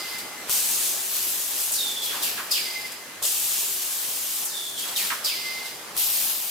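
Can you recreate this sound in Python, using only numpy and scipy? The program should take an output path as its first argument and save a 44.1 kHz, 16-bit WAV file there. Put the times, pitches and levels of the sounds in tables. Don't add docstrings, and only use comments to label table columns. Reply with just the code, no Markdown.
import sys
import numpy as np
from scipy import signal
from scipy.fft import rfft, irfft, next_fast_len
from scipy.io import wavfile
from scipy.ndimage import uniform_filter1d, map_coordinates

SR = 44100
rng = np.random.default_rng(int(sys.argv[2]) if len(sys.argv) > 2 else 0)


def persist_wave(psi):
    counts = np.round(np.clip(psi, -1, 1) * 32767).astype(np.int16)
    wavfile.write(sys.argv[1], SR, np.atleast_2d(counts).T)


def makeup_ratio(level_db):
    decades = np.asarray(level_db, float) / 20
    return 10 ** decades


N = 286638
STEP = 32


def unit(x):
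    return x / np.sqrt(np.mean(np.abs(x) ** 2) + 1e-20)


def along(points, hz):
    f, value = np.transpose(points)
    return np.interp(np.log(hz + 1), np.log(f + 1), value)


def coarse():
    return np.arange(0, N + STEP, STEP) / SR


def fine(control):
    return np.interp(np.arange(N) / SR, coarse(), control)


def wobble(rate):
    knots = rng.standard_normal(int(N * rate / SR) + 4)
    return map_coordinates(knots, [np.arange(N) * rate / SR])


def swell(u, attack, hold, sag_db, release_db):
    fall_db = sag_db * np.clip(u, 0, hold) + release_db * np.clip(u - hold, 0, None)
    return np.clip(u / abs(attack), 0, 1) ** 2 * makeup_ratio(-2 * fall_db)


def filtered(x, response):
    m = next_fast_len(N + 8192)
    hz = np.fft.rfftfreq(m, 1 / SR)
    return irfft(rfft(x, m) * response(hz), m)[..., :N]


def patchy(patchy_db):
    z = signal.stft(rng.standard_normal((2, N)), nperseg=512)[2]
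    field = uniform_filter1d(rng.standard_normal(z.shape[1:]), size=5, axis=0)
    field = uniform_filter1d(field, size=10, axis=1)
    return signal.istft(z * makeup_ratio(patchy_db * unit(field)), nperseg=512)[1][:, :N]


def stereo(pair, alike):
    def mid_side(hz):
        turn = np.arccos(np.clip(along(alike, hz), -1, 1)) / 2
        return np.array([np.cos(turn), np.sin(turn)])

    mid, side = filtered(pair, mid_side)
    return np.array([mid + side, mid - side])


def shop():
    # (f/Hz, level/dB)
    rumble = [(15, -62), (25, -36), (60, -24), (134, -13), (335, -7), (660, -6.5), (1020, -6.5), (1700, -6),
              (3000, -8.5), (5000, -11.5), (7000, -12), (9000, -12.5), (13000, -14), (16000, -25)]
    # (f/Hz, correlation)
    rumble_alike = [(40, .75), (90, .84), (180, .91), (350, .89), (700, .8), (1400, .5), (3000, .2),
                    (6000, 0), (15000, -.05)]
    # (f/Hz, level/dB)
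    motors = [(383, -62.5), (631, -64.5), (829, -59.5), (1081, -66), (1666, -63.5)]
    # (level/dB, slope/dB/s)
    shop_fades = (-44.5, -0.49)
    # (t/s, level/dB, lasts/s)
    drive = ((.1, 1.5, 30), [(-.2, -46.5, 1), (1.68, -48, .2), (2.05, -42.5, .22), (2.3, -48, .4),
             (4.76, -45, .45), (5.3, -47, 0.94)])

    t = np.arange(N) / SR
    start_db, slope_db = shop_fades
    power = makeup_ratio(2 * (start_db + slope_db * t))
    (attack, sag_db, release_db), strokes = drive
    for s, db, hold in strokes:
        power = power + makeup_ratio(2 * db) * swell(t - s, attack, hold, sag_db, release_db)
    noise = stereo(patchy(patchy_db=1.5), rumble_alike)
    bed = unit(filtered(noise, lambda hz: makeup_ratio(along(rumble, hz))))
    tones = 0
    for hz, db in motors:
        hum = np.sin(2 * np.pi * hz * t + 1.74 * wobble(8))
        tones = tones + makeup_ratio(db + 4.7 * wobble(4.5)) * hum
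    return np.sqrt(power) * makeup_ratio(5.5 + 0.25 * wobble(12)) * bed + tones


def piston_thuds():
    # (t/s, level/dB)
    thuds = [
        (.487, -26),
        (1.71, -35),
        (2.51, -37),
        (3.217, -27),
        (3.244, -29),
        (4.79, -46),
        (5.25, -32),
        (5.955, -30.5),
    ]
    # (f/Hz, t60/s, level/dB)
    frame = [(70, .04, -30), (160, .03, -14), (560, .03, -5)]

    out = np.zeros((2, N + SR))
    t = np.arange(SR // 8) / SR
    panels = signal.butter(2, [400, 1300], "band", fs=SR, output="sos")
    for s, db in thuds:
        ring = sum(makeup_ratio(level - 60 * t / t60) * np.sin(2 * np.pi * hz * t) for hz, t60, level in frame)
        rattle = unit(signal.sosfilt(panels, rng.standard_normal(len(t)))) * makeup_ratio(-11 - 60 * t / 0.17)
        soft_start = 1 - np.exp(-t / 0.0018)
        out[:, round(s * SR):][:, :len(t)] += makeup_ratio(db) * (ring + rattle) * soft_start
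    return out[:, :N]


def valve_clicks():
    # (t/s, peak level/dB, low ring level/dB, left-right/dB, t60/s)
    clicks = [
        (.184, -24, -14, 7, .03),
        (0.4958, -9, -9, 5.5, .0025),
        (2.919, -30, -20, 1, .03),
        (3.226, -16, -12, 2, 0.0098),
        (5.052, -17, -11, 0, .004),
        (5.658, -30, -16, 0, 0.029),
        (5.967, -10, -15, 2, 0.0036),
    ]

    out = np.zeros((2, N + SR))
    t = np.arange(SR // 8) / SR
    for s, db, low_db, pan_db, t60 in clicks:
        burst = rng.standard_normal(len(t)) - 3 * (t == 0)
        snap = np.convolve(burst * makeup_ratio(-60 * t / t60), [1, 0, -1])[:len(t)]
        ring = makeup_ratio(low_db - 60 * t / 0.0034) * np.sin(2 * np.pi * 1500 * t)
        tick = snap / np.abs(snap).max() + ring
        tick = tick + .5 * np.roll(tick, 40)
        out[:, round(s * SR):][:, :len(t)] += makeup_ratio(db) * tick * makeup_ratio([[pan_db / 2], [-pan_db / 2]])
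    return out[:, :N]


def whistle(voice, width_hz, steady, shift_hz=0):
    (excess_hz, glide, droop_hz, sag_db, release_db, bead_db), rows = voice
    t = coarse()
    latest = np.clip(np.searchsorted([row[0] for row in rows], t) - 1, 0, None)
    s, settled_hz = np.transpose(rows)[[0, -1]][:, latest]
    slide_hz = excess_hz * np.exp(-np.abs(t - s) / glide)
    hz = fine(settled_hz + slide_hz - droop_hz * np.clip(t - s, 0, .5))
    power = 0
    for start, db, attack, hold, _ in rows:
        power = power + makeup_ratio(2 * db) * swell(t - start, attack, hold, sag_db, release_db)
    keep = np.exp(-2 * np.pi * width_hz / SR)
    slow = signal.lfilter([1], [1, -2 * keep, keep ** 2], rng.standard_normal((3, 2, N)))
    drift = unit(slow[:, 0] + 1j * slow[:, 1])
    carrier = np.exp(2j * np.pi * np.cumsum(hz + shift_hz) / SR)
    tone = (steady + drift[0] + .9 * drift[1:]) * carrier
    return unit(tone.real) * makeup_ratio(bead_db * wobble(45)) * fine(np.sqrt(power))


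def low_whistle():
    low_voice = ((12, .05, 0, 10, 450, 1.5), [(-.1, -43, .05, .195, 2058), (.1, -41, .012, .075, 2050),
                 (.185, -40, .015, .03, 2060), (.22, -45.5, .03, .2, 2050), (2.61, -41, .07, .12, 2066),
                 (2.735, -37, .03, .12, 2062), (2.86, -50, .06, .33, 2052), (5.35, -35, .1, .265, 2072),
                 (5.635, -37, .012, .03, 2078), (5.7, -48, .02, .045, 2065), (5.78, -49, .02, .12, 2070)])
    return whistle(low_voice, width_hz=25, steady=2.2)


def middle_whistle():
    held_voice = ((280, .055, 420, 18, 300, 1.8), [(1.775, -30, .015, .26, 3550),
                  (4.485, -34, .1, .295, 3570)])
    catch_voice = ((-170, .08, 0, 95, 200, 1.8), [(2.06, -33, .012, .17, 3470),
                   (4.762, -31, .035, .19, 3400), (4.95, -33, .015, .05, 3850)])
    tones = sum(whistle(voice, width_hz=105, steady=.4) for voice in (held_voice, catch_voice))
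    return tones * makeup_ratio([[-1.2], [1.2]])


def high_whistle():
    high_voice = ((30.5, .03, 0, 42, 130, 1.2), [(-.22, -29.5, .02, .55, 4880), (2.53, -30, .02, .5, 4880),
                  (5.27, -31, 0.022, .58, 4880)])
    chirp_voice = ((30.5, 0, 0.5, 100, 480, .8), [(2.505, -19.5, .016, 0.016, 4890),
                   (5.24, -20, .016, 0.017, 4860)])
    out = 0
    for voice in (high_voice, chirp_voice):
        out = out + makeup_ratio(-2) * whistle(voice, width_hz=110, steady=.5, shift_hz=110)
        out = out + makeup_ratio(-5) * whistle(voice, width_hz=110, steady=0, shift_hz=-190)
    return out


def hiss():
    # (f/Hz, level/dB)
    nozzle = [(700, -34), (1200, -18.5), (1800, -17), (2100, -12.5), (2350, -9.5), (2850, -5.5),
              (4100, -4.5), (5500, -3.5), (7400, -1), (9700, -1), (11900, 7.5), (13200, 5.5), (15200, 6.5),
              (16000, -8)]
    # (f/Hz, left-right phase/rad)
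    nozzle_lead = [(2000, -.2), (7000, -.1), (9000, -.6), (12000, -1.5), (15500, -2.7)]
    # (f/Hz, left-right/dB)
    nozzle_pan = [(60, 0.5), (180, 0.0), (550, -9), (1650, -2.5), (4970, -2.5), (15000, 5)]
    # (f/Hz, correlation)
    nozzle_alike = [(1500, .6), (4000, .45), (8000, .5), (15000, .52)]
    blast_valves = { "surge": ((.022, 10, 150), [(.503, -30, .03, -5, 3), (3.232, -26, 0.018, -9, -1),
                    (5.97, -35, 0.037, -1.5, 7)]), "lifting blast": ((.007, 2.9, 80),
                    [(.494, -29, .39, -8.5, 1.5), (3.221, -31, .4, -7, 0), (5.969, -32, .33, -3.5, 6.5)]),
                    "hold-down blast": ((0.013, 0.35, 120), [(.494, -33, 1.22, -8, 1),
                    (3.221, -33, 1.22, -6.5, 3), (5.965, -37, 1.22, -4, 6)]),
                    "sheet lift": ((0.11, 1.5, 43), [(1.05, -35, .25, -3.5, 7), (1.5, -32.5, 0.12, -8, 3),
                    (4.2, -49, .15, -10, 1)]), }
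    exhausts = { "gripper vent": ((0.0066, 65, 39), [(1.714, -27, .1, -1.5, .5),
                (4.449, -34, 0.093, -0.77, -.5)]), "roller vent": ((0.031, 27, 39),
                [(2.01, -34, 0.25, 0, 3.2), (4.765, -34.5, 0.21, -2, 1.8)]), "clamp vent": ((0.013, 34, 92),
                [(2.218, -31, 0.026, 0, 5.2), (4.955, -30, .12, 0, 3)]), "knife vent": ((0.0066, 95, 85),
                [(2.508, -28, 0.089, 2.5, 3), (5.241, -30.5, 0.17, 4.3, 3.1)]),
                "afterflow": ((0.061, 5.7, 140), [(-.2, -42.5, 0.36, 3.5, 2), (1.8, -42, .25, -14, -2),
                (2.55, -42.5, 0.32, 0, 1.5), (4.5, -38.5, 0.3, -7, -0.088), (5.28, -42.5, .42, 4, 1)]),
                "pilot air": ((.025, 1.5, 300), [(.465, -40, .03, -1, 1.5), (5.94, -41, .03, -3, 2.5)]),
                "puff": ((.004, 55, 250), [(.184, -40, .01, 1, 2), (2.916, -41, .01, -4, 0.45),
                (5.655, -44, .01, 1.5, .5), (5.74, -49, 0.0093, -6, 2.9)]), }
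    # (level under the jet/dB, lead/s)
    seep = (-17, .008)

    t = coarse()
    seep_db, seep_lead = seep
    power = makeup_ratio(2 * -54)
    for (attack, sag_db, release_db), rows in {**blast_valves, **exhausts}.values():
        for s, db, hold, body_db, edge_db in rows:
            flow = swell(t - s, attack, hold, sag_db, release_db)
            flow = flow + makeup_ratio(2 * (seep_db - 8 * np.abs(t - s) / seep_lead))
            power = power + makeup_ratio(2 * (db + np.array([[0], [body_db], [edge_db]]))) * flow

    def two_sides(hz):
        left = makeup_ratio(along(nozzle_pan, hz) / 2) * np.exp(.5j * along(nozzle_lead, hz))
        return makeup_ratio(along(nozzle, hz)) * left ** np.array([[1], [-1]])

    air = filtered(stereo(patchy(patchy_db=1.0), nozzle_alike), two_sides)
    low = filtered(air, lambda hz: along([(4500, 0.78), (6500, 0.023)], hz))
    top = filtered(air, lambda hz: along([(9000, 0), (11500, 1)], hz))
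    middle, body, edge = map(fine, np.sqrt(power))
    flutter_db = 0.34 * wobble(40) + 0.63 * wobble(400)
    return makeup_ratio(flutter_db) * (middle * unit(air - low - top) + body * unit(low) + edge * unit(top))


def through_ports(air):
    ports = { "blast": ((2900, 0.0069, 150, 0.093, 45, 0.2), [(3.222, -38, 2100, .1, -6),
             (5.96, -41, 2000, .12, -2)]), "gripper": ((8000, .01, 250, .05, 35, .36),
             [(1.715, -25.5, 3200, .04, -8), (4.445, -29.5, 3200, .045, -6)]),
             "roller": ((3900, 0.044, 5, 0.089, 250, 0.17), [(2.08, -36, 900, 0.024, -6),
             (4.82, -40, 900, 0.017, 0)]), "clamp": ((4300, .012, 30, .06, 200, .12),
             [(2.215, -33, 2300, .022, 3), (4.95, -32, 1550, .038, 12)]), }
    fast_ports = { "knife": ((3000, .006, 60, .032, 500, .07), [(2.372, -30, 1080, .007, -4),
                  (5.098, -25.5, 1060, .005, -3)]), "knife tail": ((1250, .02, 100, .08, 60, 0.15),
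                  [(2.395, -37, 1100, .03, -6), (5.125, -34, 1200, .03, -4)]),
                  "long cylinder": ((5600, .01, 15, .088, 350, .14), [(2.505, -28.5, 2200, .032, 0),
                  (5.24, -32.5, 1980, .036, 13)]), "long tail": ((2400, 0.033, 27, .3, 60, .38),
                  [(2.6, -37, 2100, .04, -3), (5.34, -40, 2100, .04, -3)]), }

    both = np.concatenate([air, rng.standard_normal((2, N))])
    hz, t, z = signal.stft(both, SR, nperseg=256, noverlap=128)
    gate, power = np.ones(z.shape[1:]), np.zeros(z.shape[1:])
    for (open_hz, attack, sag_db, hold, release_db, lasts), rows in {**ports, **fast_ports}.values():
        for s, db, settled_hz, glide, singing_db in rows:
            live = (t > s) & (t < s + lasts)
            edge_hz = settled_hz + (open_hz - settled_hz) * np.exp(-(t[live] - s) / glide)
            u = (hz[:, None] + 1) / edge_hz
            above = u ** 16 / (1 + u ** 16)
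            ridge = 1 / (1 + ((u - 1.04 / u) / .13) ** 2) ** 2
            shape = ridge + makeup_ratio(-2 * singing_db) * above / u ** 3
            gate[:, live] = np.minimum(gate[:, live], makeup_ratio(-9) + above)
            flow = makeup_ratio(2 * db) * swell(t[live] - s, attack, hold, sag_db, release_db)
            power[:, live] += shape / shape.mean(0) * flow
    z = z * np.array([gate, gate, np.sqrt(power), np.sqrt(power)])
    x = signal.istft(z, SR, nperseg=256, noverlap=128)[1][:, :N]
    jets = stereo(x[2:], [(1000, 0.91), (3000, 0.086), (8000, 0.052)]) * makeup_ratio([[-1.], [1.]])
    return x[:2] + jets


def scene():
    knocks = piston_thuds() + valve_clicks()
    whistles = low_whistle() + middle_whistle() + high_whistle()
    return shop() + knocks + whistles + through_ports(hiss())


def low_pass(x):
    return signal.sosfilt(signal.butter(12, 16000, fs=SR, output="sos"), x)


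def record(dry):
    limited = filtered(dry, lambda hz: hz < 15970)
    return low_pass(limited)


dry = scene()
out = record(dry)
persist_wave(out)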